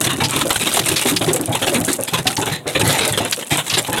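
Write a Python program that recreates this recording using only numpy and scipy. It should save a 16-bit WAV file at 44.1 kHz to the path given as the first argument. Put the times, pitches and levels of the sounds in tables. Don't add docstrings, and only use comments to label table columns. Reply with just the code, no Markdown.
import sys
import numpy as np
from scipy import signal
from scipy.fft import rfft, irfft
from scipy.io import wavfile
from scipy.ndimage import uniform_filter1d, minimum_filter1d

SR = 44100
rng = np.random.default_rng(int(sys.argv[2]) if len(sys.argv) > 2 else 0)


def int16_out(signal):
    q = np.round(np.clip(np.atleast_2d(signal).T, -1, 1) * 32767)
    wavfile.write(sys.argv[1], SR, q.astype(np.int16))


N = 176400
T = np.arange(16384) / SR
HZ = np.fft.rfftfreq(len(T), 1 / SR)


def amp(db):
    return 10 ** (np.asarray(db) / 20)


def unit(x):
    return x / np.sqrt(np.mean(x ** 2) + 1e-20)


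def decay(t60_s):
    return np.exp(-np.log(1000) * T / t60_s)


def colour(spectrum, hz):
    points_hz, db = np.transpose(spectrum)
    return amp(np.interp(np.log(hz + 1), np.log(points_hz), db))


def bell(hz, centre_hz, octaves):
    return np.exp(-(np.log2((hz + 1) / centre_hz) / octaves) ** 2)


def add(mix, start_s, sound):
    part = mix[round(start_s * SR):][:len(sound)]
    part += sound[:len(part)]


def dense_ring(spectrum, patch_db, patch_bins):
    patches = unit(uniform_filter1d(rng.standard_normal(len(HZ)), patch_bins))
    noise = rfft(rng.standard_normal(len(T)))
    return unit(irfft(noise * colour(spectrum, HZ) * amp(patch_db * patches)))


def burst(length_s, tail_db, t60_s):
    rise = 1 - np.exp(-T / (0.00016 + 0.23 * length_s))
    return rise * (np.exp(-(T / length_s) ** 2) + amp(tail_db) * decay(t60_s))


def shower(sounds, per_s, spread_db):
    out = np.zeros(N)
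    for sound in sounds:
        sizes = amp(spread_db * np.minimum(rng.exponential(1, N), 3))
        hits = rng.random(N) < per_s / len(sounds) / SR
        out += signal.oaconvolve(sizes * hits, sound)[:N]
    return unit(out)


# frequency_hz, level_db
WASH_SPECTRUM = [(20,-35),(55,-18),(110,3.5),(200,10.5),(700,6.5),(1500,-6.5),(3800,-7.5),(5000,-26),(9000,-11),(16000,-23)]
def wash():
    gain = colour(WASH_SPECTRUM, np.fft.rfftfreq(N, 1 / SR))
    return amp(-40) * unit(irfft(rfft(rng.standard_normal(N)) * gain, N))


# time_s, level_db
SLEET_GUSTS = [(0,-12),(.19,-28.5),(.3,-24.5),(.72,-21),(1.11,-19),(1.15,-30),(1.25,-21),(1.4,-34),(1.7,-23),(1.9,-21.5),(2.0,-29.5),(2.25,-33),(2.3,-24.5),(2.56,-25.5),(2.61,-81),(2.69,-28),(2.9,-27),(3.22,-31.5),(3.3,-28.5),(3.47,-29),(3.53,-32.5),(4,-23.5)]
def sleet():
    ticks = shower([tick(0) for _ in range(20)], per_s=260, spread_db=4.5)
    drops = shower([crack(0, 0, 0.008) for _ in range(10)], per_s=120, spread_db=3)
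    gust = amp(np.interp(np.arange(N) / SR, *np.transpose(SLEET_GUSTS)))
    return gust * (amp(-6.5) * ticks + amp(-5) * drops)


# frequency_hz, level_db, t60_s
PANEL_MODES = [(70.4,-6,0.19),(107.5,0.5,0.27),(129.1,-2.5,0.41),(159.9,-1,0.33),(258.8,1.5,0.28),(295,1.5,0.23),(344.8,-3,0.34),(402.6,0,0.17),(465.5,-7,0.31),(532,-2,0.23),(630.2,-6.5,0.31),(830,-3,0.32)]
# frequency_hz, level_db
BOOM_SPECTRUM = [(20,-25),(110,-3),(200,0),(320,6.5),(800,2.5),(1400,-1),(2500,-11),(6000,-55)]
# start_s, knock_db, low_modes_db, pitch_hz
PANEL_THUDS = [(0, -25, -30, 293), (0.053, -23.5, -26, 363), (0.126, -24, -27.5, 290),
               (0.175, -22.5, -31, 353), (0.207, -19.0, -23.5, 890), (0.235, -26, -24, 290),
               (0.322, -23, -36, 298), (0.355, -24, -23, 383), (0.416, -24.5, -33, 272),
               (0.448, -20, -34, 545), (0.552, -33, -27.1, 795), (0.6, -24.5, -50, 344),
               (0.656, -30, -47, 326), (0.765, -23.7, -36, 425), (0.791, -26.2, -26, 370),
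               (0.869, -24, -43, 363), (0.905, -21, -24.1, 368), (1.047, -16.5, -34, 373),
               (1.102, -18.5, -28.5, 290), (1.14, -31.5, -26, 334), (1.204, -18.5, -23.5, 670),
               (1.264, -16, -20, 380), (1.296, -18.5, -44, 370), (1.335, -22, -32, 510),
               (1.388, -19.5, -33, 337), (1.475, -23.5, -21, 660), (1.497, -22.5, -28, 800),
               (1.535, -27.5, -31, 820), (1.61, -20, -38, 560), (1.666, -19.3, -33.5, 350),
               (1.716, -20, -37, 514), (1.745, -18.5, -25, 245), (1.772, -20, -28, 288),
               (1.797, -24.5, -24, 700), (1.872, -18.5, -38, 328), (1.98, -22, -32.5, 556),
               (2.12, -28, -24, 860), (2.181, -28.5, -27, 374), (2.25, -20, -26.5, 780),
               (2.374, -20.5, -25.7, 900), (2.407, -23, -30, 398), (2.46, -24.5, -59.0, 716),
               (2.506, -35, -25.1, 910), (2.654, -21, -31, 500), (2.748, -19.5, -29, 470),
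               (2.79, -20, -27, 890), (2.822, -21.5, -19, 373), (2.862, -25.8, -21, 570),
               (2.89, -19, -32, 575), (2.96, -25.0, -41, 680), (3.0, -23.0, -32, 380),
               (3.06, -22.5, -50, 600), (3.1, -38, -23.5, 500), (3.145, -27.5, -30, 540),
               (3.197, -19.5, -25.5, 700), (3.24, -28, -36, 530), (3.372, -29.5, -57.8, 526),
               (3.511, -22, -20, 314), (3.716, -49, -25.7, 510), (3.772, -24.5, -36, 544),
               (3.88, -21, -28, 880), (3.928, -23, -35, 930)]
def thud(knock_db, low_modes_db, pitch_hz):
    spot_db, spot_octaves = 13, 0.25
    low, upper = np.zeros((2, len(T)))
    for hz, mode_db, t60_s in PANEL_MODES:
        detune, strength, phase = rng.standard_normal(3)
        drift = np.cumsum(rng.standard_normal(len(T))) * np.sqrt(0.06 * hz / SR / (2 * np.pi))
        blur = uniform_filter1d(drift, size=300)
        wave = np.sin(2 * np.pi * (hz * (1 + 0.061 * detune) * T + phase + blur))
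        level = amp(mode_db + 2.5 * strength + spot_db * bell(hz, pitch_hz, spot_octaves))
        add(low if hz < 200 else upper, 0, level * decay(t60_s) * wave)
    boom_decay = decay(t60_s=0.2)
    ring = amp(low_modes_db + 7) * unit(low) + amp(knock_db + 4) * unit(upper)
    ring *= np.sqrt(np.mean(boom_decay ** 2))
    cabin = dense_ring(BOOM_SPECTRUM, patch_db=1.1, patch_bins=25)
    spot_gain = amp(spot_db * bell(HZ, pitch_hz, spot_octaves))
    boom = amp(knock_db + 1) * unit(irfft(rfft(cabin) * spot_gain)) * boom_decay
    soft_rise = 1 - np.exp(-(T / 0.0072) ** 2)
    return (ring + boom) * soft_rise


# frequency_hz, level_db
PANE_SPECTRUM = [(100,-2),(500,-4),(900,-2.5),(1350,-6.5),(1800,-4),(2600,-3),(3100,-3.5),(3500,-2),(4150,-5.5),(4600,-49),(6500,-16.5),(15000,-41)]
SPLINTER_SPECTRUM = [(1500,-105),(3500,4.5),(5200,-0.5),(6500,-2),(8300,3),(10500,-2.5),(13000,-5),(16000,-35)]
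# start_s, crack_db, splinter_db, length_s
GLASS_CRACKS = [(0.0116, -12, -8, 0.002), (0.0388, -20, -16, 0.021), (0.0689, -18, -34, 0.011),
                (0.0853, -19, -33, 0.052), (0.2009, -16.5, -26, 0.021), (0.2949, -21.5, -26.5, 0.11),
                (0.3598, -18.5, -16.5, 0.012), (0.411, -15, -16, 0.012), (0.5041, -2, -6, 0.0059),
                (0.557, -12.5, -18, 0.0085), (0.607, -19, -22.5, 0.024), (0.663, -15, -23, 0.021),
                (0.741, -16.5, -19, 0.014), (0.768, -11.5, -13, 0.01), (0.79, -14, -16.5, 0.0092),
                (0.859, -20, -18.5, 0.017), (0.885, -13, -12, 0.008), (1.0025, -22, -23.5, 0.042),
                (1.0568, -23.5, -32, 0.012), (1.0711, -23, -17.5, 0.044), (1.2105, -19, -41, 0.021),
                (1.283, -20.5, -28, 0.019), (1.3601, -24.5, -31, 0.015), (1.5245, -21, -27.5, 0.017),
                (1.5463, -16, -34, 0.021), (1.6188, -17.5, -24, 0.03), (1.6669, -15.5, -21, 0.026),
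                (1.7402, -17.5, -23, 0.032), (1.8779, -19.5, -22, 0.026), (1.8898, -33, -26.5, 0.048),
                (2.0763, -20, -22, 0.017), (2.1326, -14, -20.5, 0.025), (2.1723, -19.5, -25, 0.03),
                (2.301, -25, -27.5, 0.017), (2.418, -22, -29, 0.023), (2.4601, -20.5, -48, 0.037),
                (2.5083, -22, -34.5, 0.06), (2.6658, -24, -30, 0.041), (2.7483, -13.5, -46, 0.026),
                (2.7942, -20, -18.5, 0.014), (2.8087, -14, -17, 0.013), (2.8347, -19.5, -21, 0.099),
                (2.8875, -19.5, -19, 0.038), (2.9248, -18.5, -24.5, 0.06), (2.9846, -16, -17.5, 0.015),
                (2.9978, -17.5, -25.5, 0.077), (3.049, -17, -15, 0.0086), (3.0761, -24.5, -23.5, 0.033),
                (3.123, -19.5, -31, 0.036), (3.1733, -15, -18, 0.019), (3.1969, -23.5, -30, 0.055),
                (3.2463, -22, -56, 0.025), (3.423, -22, -36, 0.0092), (3.504, -15, -17.5, 0.046),
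                (3.5548, -18, -28, 0.0085), (3.5749, -17, -23, 0.034), (3.6638, -24, -24, 0.026),
                (3.7117, -24, -43, 0.06), (3.769, -14.5, -17.5, 0.026), (3.78, -15, -10, 0.013),
                (3.847, -21.5, -28, 0.0065), (3.9205, -23, -39, 0.044), (3.9689, -16.5, -25.5, 0.027)]
def crack(crack_db, splinter_db, length_s):
    grit = unit(amp(3 * unit(uniform_filter1d(rng.standard_normal(len(T)), size=40))))
    pane = dense_ring(PANE_SPECTRUM, patch_db=4.5, patch_bins=90) * unit(1 + grit)
    pane *= burst(length_s, tail_db=-11, t60_s=0.11)
    splinters = dense_ring(SPLINTER_SPECTRUM, patch_db=4.5, patch_bins=250) * grit
    splinters *= burst(length_s, tail_db=-13, t60_s=0.08)
    return amp(crack_db + 2) * pane + amp(splinter_db + 1) * splinters


# frequency_hz, level_db
TICK_SPECTRUM = [(1000,-56),(4500,-21.5),(6000,-12.5),(7200,-5),(8400,-1.5),(10600,-4),(13000,-15),(16000,-23)]
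# start_s, level_db
PELLET_TICKS = [(0.031, -7), (0.3087, 3), (0.5305, 0), (0.619, -3), (0.7389, 10.5), (0.77, -17),
                (0.7976, -1), (0.8604, 4), (0.887, 1), (1.014, -2), (1.073, 2), (1.1014, -12), (1.1635, -2),
                (1.1947, -8), (1.3323, 14.5), (1.3613, 8), (1.412, 0.5), (1.458, -0.5), (1.5528, 6),
                (1.7446, 4), (1.8033, -6), (1.8492, 7), (1.895, -7), (1.9303, 10.5), (2.01, -5),
                (2.0361, 2), (2.1368, -12), (2.2713, -8), (2.678, -7), (2.8425, -20), (2.8766, 9),
                (2.928, 6), (2.9836, -5), (3.078, 7), (3.125, 3), (3.1772, -8), (3.25, -5), (3.312, 1),
                (3.3628, -8), (3.5065, -25), (3.573, 5.5), (3.7283, -11.5), (3.767, -17), (3.9301, 0)]
def tick(level_db):
    rise_s = 0.0003
    age = np.minimum(T / rise_s, 60)
    snap = age * np.exp(1 - age)
    scatter = amp(-16) * decay(t60_s=0.07) * (1 - np.exp(-age))
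    glass = dense_ring(TICK_SPECTRUM, patch_db=3, patch_bins=200)
    return amp(level_db - 9) * glass * (snap + scatter)


# frequency_hz, level_db
SMASH_SPECTRUM = [(200,-20.5),(1400,-7),(2800,0.5),(4600,2.5),(5500,-5),(9000,-10),(12000,-12.5),(16000,-38)]
# start_s, level_db, length_s
WINDSCREEN_SMASHES = [(0.2339, -20.5, 0.029), (0.9584, -20.5, 0.031), (1.1611, -20.5, 0.014),
                      (2.268, -14, 0.01), (2.367, -26, 0.0067), (3.3231, -18.5, 0.012),
                      (3.6968, -23.5, 0.025), (3.7344, -21, 0.022)]
def smash(level_db, length_s):
    shards = dense_ring(SMASH_SPECTRUM, patch_db=1.4, patch_bins=160)
    return amp(level_db + 5.5) * shards * burst(length_s, tail_db=0.5, t60_s=0.08)


# start_s, level_db, pitch_hz
TRIM_CHINKS = [(2.3665,-16,5800),(2.4145,-17.5,6900),(3.699,-14.5,5600)]
def chink(level_db, pitch_hz):
    cluster = irfft(rfft(rng.standard_normal(len(T))) * bell(HZ, pitch_hz, octaves=0.29))
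    return amp(level_db) * unit(cluster) * decay(t60_s=0.026)


def scene():
    mix = wash() + sleet()
    for table, impact in ((PANEL_THUDS, thud), (GLASS_CRACKS, crack), (PELLET_TICKS, tick),
                          (WINDSCREEN_SMASHES, smash), (TRIM_CHINKS, chink)):
        for start_s, *row in table:
            add(mix, start_s, impact(*row))
    return mix[None]


def record(dry):
    low_cut_hz, band_edge_hz, limit_db, hold_s = 97, 16200, -3.4, 0.0015
    sound = signal.sosfilt(signal.butter(2, low_cut_hz, "high", fs=SR, output="sos"), dry)
    hold = int(hold_s * SR)
    gain = np.minimum(1, amp(limit_db) / (abs(sound) + 1e-9))
    limited = sound * uniform_filter1d(minimum_filter1d(gain, hold), hold)
    low_pass = signal.firwin(301, band_edge_hz, window=("kaiser", 8), fs=SR)
    return signal.oaconvolve(limited, low_pass[None], "same")


dry = scene()
out = record(dry)
int16_out(out)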